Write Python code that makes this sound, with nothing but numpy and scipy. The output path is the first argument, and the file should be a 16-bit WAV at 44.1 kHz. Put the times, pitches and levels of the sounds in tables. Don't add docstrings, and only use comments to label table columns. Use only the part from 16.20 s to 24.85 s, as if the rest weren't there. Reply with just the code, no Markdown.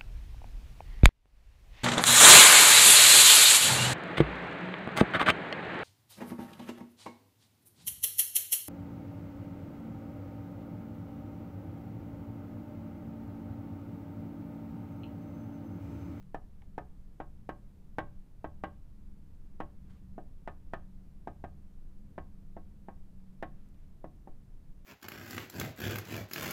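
import sys
import numpy as np
from scipy import signal
from scipy.fft import rfft, irfft, next_fast_len
from scipy.io import wavfile
from scipy.ndimage import map_coordinates

SR = 44100
rng = np.random.default_rng(int(sys.argv[2]) if len(sys.argv) > 2 else 0)


def pcm_store(signal):
    levels = np.round(np.clip(np.atleast_2d(signal), -1, 1) * 32767)
    wavfile.write(sys.argv[1], SR, levels.astype(np.int16).T)


N = 381465
RING = 2 ** 15

# t/s, place along the line/m, force/dB, hardness/dB, click of the tip in its holder/dB
TOUCHES = [(0.1454, .008, 1.56, 0.5, 4), (.58, 0.012, 3.5, -2, 1.5), (1.0018, 0.079, 0.5, 1.6, -5),
           (1.2913, 0.1, 3.5, 0, 2.5), (1.7846, 0.13, 9.5, -3, -0.5), (2.2436, 0.11, 2.54, -2, -5),
           (2.4377, .12, 5, 1.5, -2), (3.4032, 0.15, 4, 0, -1), (3.9806, 0.25, -1, -7, -1),
           (4.276, .3, -0.2, 6.5, 1), (4.5354, 0.29, 3, 3.7, 1.5), (5.0735, 0.27, 1.1, -2.8, 2),
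           (5.2404, 0.26, -1, 2.5, 0), (5.98, 0.41, 0.35, 0.8, -6), (6.367, 0.41, -4.5, -0.3, -3),
           (6.6848, 0.37, -4.5, 2, -1), (7.2264, 0.43, 4.5, 0.5, 1.5), (7.8428, 0.44, -2, -3.5, 1),
           (8.074, 0.45, -9.2, 1.2, 1)]
# f/Hz, level of an average touch/dB, slope with force/(dB/dB), with hardness/(dB/dB)
CONTACT_SPECTRUM = [(100, 0, -0.43, 0.14), (320, -0.64, -.3, -0.16), (722, -1.12, 0.14, 0.14),
                    (1730, -1.5, 0.93, 1.1), (3230, 2, 1.21, 1.22), (7000, -11.5, 0.77, 0.6)]
# f/Hz, level/dB
KNOCK_SPECTRUM = [(40, -36.5), (150, -3.5), (300, 1.5), (500, -1), (680, 0), (800, 7), (980, -4),
                  (1200, -20), (1900, -24), (3000, -42), (4500, -44), (8000, -39), (15000, -58)]
# f/Hz, level/dB
SCATTER_SPECTRUM = [(60, -23.5), (200, -9.5), (450, -8), (750, 2), (1000, -9), (1300, -10), (1750, -12.5),
                    (2300, -24.5), (3200, -34.5), (4400, -40), (5500, -37), (7000, -40.5), (15000, -43)]
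# f/Hz, T60/s
SCATTER_DECAY = [(200, 0.31), (700, 0.05), (1500, 0.039), (3000, 0.086), (6000, 0.041), (14000, .025)]
# f/Hz, T60/s, level/dB, spacing of nodal lines/m, place of one nodal line/m
PANE_MODES = [(178, 0.3, -50, 0.9, 1.7), (249, 0.12, -51.5, 0.9, 0.945), (288, 0.12, -47.1, 0.867, 1.04),
              (316, 0.26, -46.1, 0.367, 0.33), (353, 0.12, -51.6, 0.74, 1.313),
              (399, 0.12, -49.8, 0.454, 0.602), (424, 0.23, -58.9, 0.9, 1.485),
              (497, 0.12, -49.9, 0.302, 0.234), (581, 0.3, -53.6, 0.403, 0.766),
              (626, 0.12, -56.3, 0.232, 0.156), (681, 0.12, -51.0, 0.9, 0.742),
              (712, 0.12, -46.8, 0.212, 0.339), (742, 0.12, -44.0, 0.9, 0.112),
              (810, 0.12, -47.5, 0.741, 1.279), (886, 0.12, -53.9, 0.195, 0.22),
              (944, 0.12, -48.2, 0.156, 0.278), (1089, 0.17, -49.7, 0.255, 0.255),
              (1157, 0.12, -57.6, 0.282, 0.191), (1239, 0.12, -50.9, 0.309, 0.139),
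              (1301, 0.12, -56.8, 0.9, 1.17), (1473, 0.12, -63.0, 0.128, 0.16),
              (1588, 0.11, -50.1, 0.14, 0.031), (1766, 0.08, -50.1, 0.352, 0.493),
              (1953, 0.1, -60.7, 0.244, 0.03), (2061, 0.06, -64.9, 0.102, 0.025),
              (2337, 0.08, -62.8, 0.159, 0.139), (2574, 0.08, -70.3, 0.091, 0.133),
              (2916, 0.065, -71.9, 0.127, 0.038), (3090, 0.065, -71.8, 0.321, 0.032),
              (3867, 0.08, -76.7, 0.057, 0.01)]
# f/Hz, T60/s, level/dB
STAND_MODES = [(55.4, 1, -54.5), (78.3, 0.83, -53), (115.8, 0.29, -53), (143.9, 0.55, -55)]
# t/s, level/dB, f/Hz, bandwidth/Hz, decay time/s
PEN_TICKS = [(0.0273, -36.5, 1700, 1700, 0.0015), (0.4196, -24.5, 2110, 1040, 0.0032),
             (.4205, -15.5, 770, 230, 0.013), (7.488, -43, 6960, 4000, .0012),
             (7.545, -43, 3520, 3000, 0.0018)]
# t/s, half-width/s, level/dB
RUBS = [(3.706, 0.0077, -74.5), (3.735, 0.067, -79), (7.422, .09, -84.5), (7.623, .06, -85.5)]
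# f/Hz, level/dB
RUB_SPECTRUM = [(300, -12), (1000, 16.5), (3000, 7.5), (5500, -1), (9000, -5), (15000, -19)]
# f/Hz, level/dB
AIR_SPECTRUM = [(8, -22.5), (17, -14.5), (33, -25.5), (62, -35.5), (100, -39.5), (200, -45.5), (280, -46.5),
                (350, -53.5), (600, -61.5), (1200, -68.5), (3000, -76.5), (6000, -80), (15000, -82)]
# f/Hz, bandwidth/Hz, level/dB
DUCT_MODES = [(64.3, 6.6, -63.5), (78.6, 3.4, -64.5), (115.25, 4.1, -67), (146, 23, -65.5),
              (188.13, 4.2, -63), (206.7, 5.1, -68)]


def marker(knock_db=0.24, scatter_db=-1.54):
    out, wobble = np.zeros(N), stand_wobble()
    knock = -colour(signal.unit_impulse(RING), KNOCK_SPECTRUM)
    for start, place, force_db, hardness_db, click_db in TOUCHES:
        scatter = colour(diffuse(SCATTER_DECAY, build_s=0.00058), SCATTER_SPECTRUM)
        blow = undb(knock_db) * knock + undb(scatter_db) * scatter + pane_ring(place) + wobble
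        add(out, start, undb(force_db) * colour(blow, contact(force_db, hardness_db, click_db)))
    return out


def contact(force_db, hardness_db, click_db, click_above_hz=5000):
    return [(hz, db + per_force * force_db + per_hardness * hardness_db + click_db * (hz > click_above_hz))
            for hz, db, per_force, per_hardness in CONTACT_SPECTRUM]


def pane_ring(place, ring_db=0.44, travelling=0.25, build_s=0.0011):
    t, out = np.arange(RING) / SR, 0
    for hz, t60, db, spacing, node in PANE_MODES:
        angle = np.pi * (place - node) / spacing
        shape = np.sin(angle) + 1j * travelling * np.cos(angle)
        oscillation = np.exp((2j * np.pi * hz - np.log(1000) / t60) * t)
        out = out + undb(db + ring_db) * np.imag(shape * oscillation)
    return out * (1 - np.exp(-t / build_s))


def stand_wobble(build_s=0.0022):
    t = np.arange(RING) / SR
    modes = sum(undb(db) * np.exp(-np.log(1000) * t / t60) * np.sin(2 * np.pi * hz * t)
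                for hz, t60, db in STAND_MODES)
    return modes * (1 - np.exp(-t / build_s))


def pen_ticks():
    out, t = np.zeros(N), np.arange(RING) / SR
    for start, db, hz, width, decay in PEN_TICKS:
        tick = band_noise(hz, width, RING) * np.exp(-t / decay)
        add(out, start, undb(db) * tick / abs(rfft(tick)).max())
    return out


def rubbing():
    t = np.arange(N) / SR
    friction = colour(rng.standard_normal(N), RUB_SPECTRUM)
    return friction * sum(undb(db) * np.exp(-((t - peak) / width) ** 2) for peak, width, db in RUBS)


def studio(x, room_db=-18):
    decay = [(150, 0.88), (600, 0.27), (1200, 0.38), (2000, 0.24), (4000, 0.36), (12000, 0.15)]
    walls = diffuse(decay, build_s=0.0011)
    return x + undb(room_db) * signal.fftconvolve(x, walls)[:N]


def ventilation(hum_db=0.43, fade_db_per_s=0.29, waver_db=1.5):
    air = colour(rng.standard_normal(N), AIR_SPECTRUM)
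    hum = sum(undb(db) * band_noise(hz, width, N) for hz, width, db in DUCT_MODES)
    level_db = hum_db - fade_db_per_s * np.arange(N) / SR + waver_db * waver(points_per_s=4.5)
    return air + hum * undb(level_db)


def waver(points_per_s):
    curve = map_coordinates(rng.standard_normal(256), [np.arange(N) / SR * points_per_s], mode="mirror")
    return (curve - curve.mean()) / curve.std()


def diffuse(t60_points, build_s):
    t, f = np.arange(RING) / SR, bins(RING)
    noise, out = rfft(rng.standard_normal(RING)), 0
    rise = 1 - np.exp(-t / build_s)
    for hz in 62.5 * 2 ** (np.arange(25) / 3):
        window = np.cos(np.pi / 2 * np.clip(3 * np.log2((f + 1) / hz), -1, 1)) ** 2
        decay = np.exp(-np.log(1000) * t / along(t60_points, hz))
        band = irfft(noise * window) * rise * decay
        out = out + band * np.sqrt(window.mean() / np.sum(band ** 2))
    return out


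def band_noise(hz, width, size):
    f = bins(size) + 1
    detuning = (f * f - hz * hz) / (f * width)
    x = irfft(rfft(rng.standard_normal(size)) / (1 + detuning ** 2), size)
    return x / x.std()


def colour(x, points):
    size = 2 * next_fast_len(len(x))
    cepstrum = irfft(np.log(undb(along(points, bins(size)))))
    cepstrum[1:size // 2] *= 2
    cepstrum[size // 2 + 1:] = 0
    return irfft(rfft(x, size) * np.exp(rfft(cepstrum)))[:len(x)]


def along(points, hz):
    f, value = np.transpose(points)
    return np.interp(np.log(hz + 1), np.log(f), value)


def bins(size):
    return np.arange(size // 2 + 1) * SR / size


def undb(db):
    return 10 ** (np.asarray(db) / 20)


def add(track, start_s, sound):
    i = max(int(start_s * SR), 0)
    track[i:i + len(sound)] += sound[:N - i]


def scene():
    writing = marker() + pen_ticks() + rubbing()
    return (studio(writing) + ventilation())[None]


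def record(dry, cutoff_hz=15500):
    return signal.sosfilt(signal.ellip(10, .1, 70, cutoff_hz, fs=SR, output="sos"), dry)


dry = scene()
out = record(dry)
pcm_store(out)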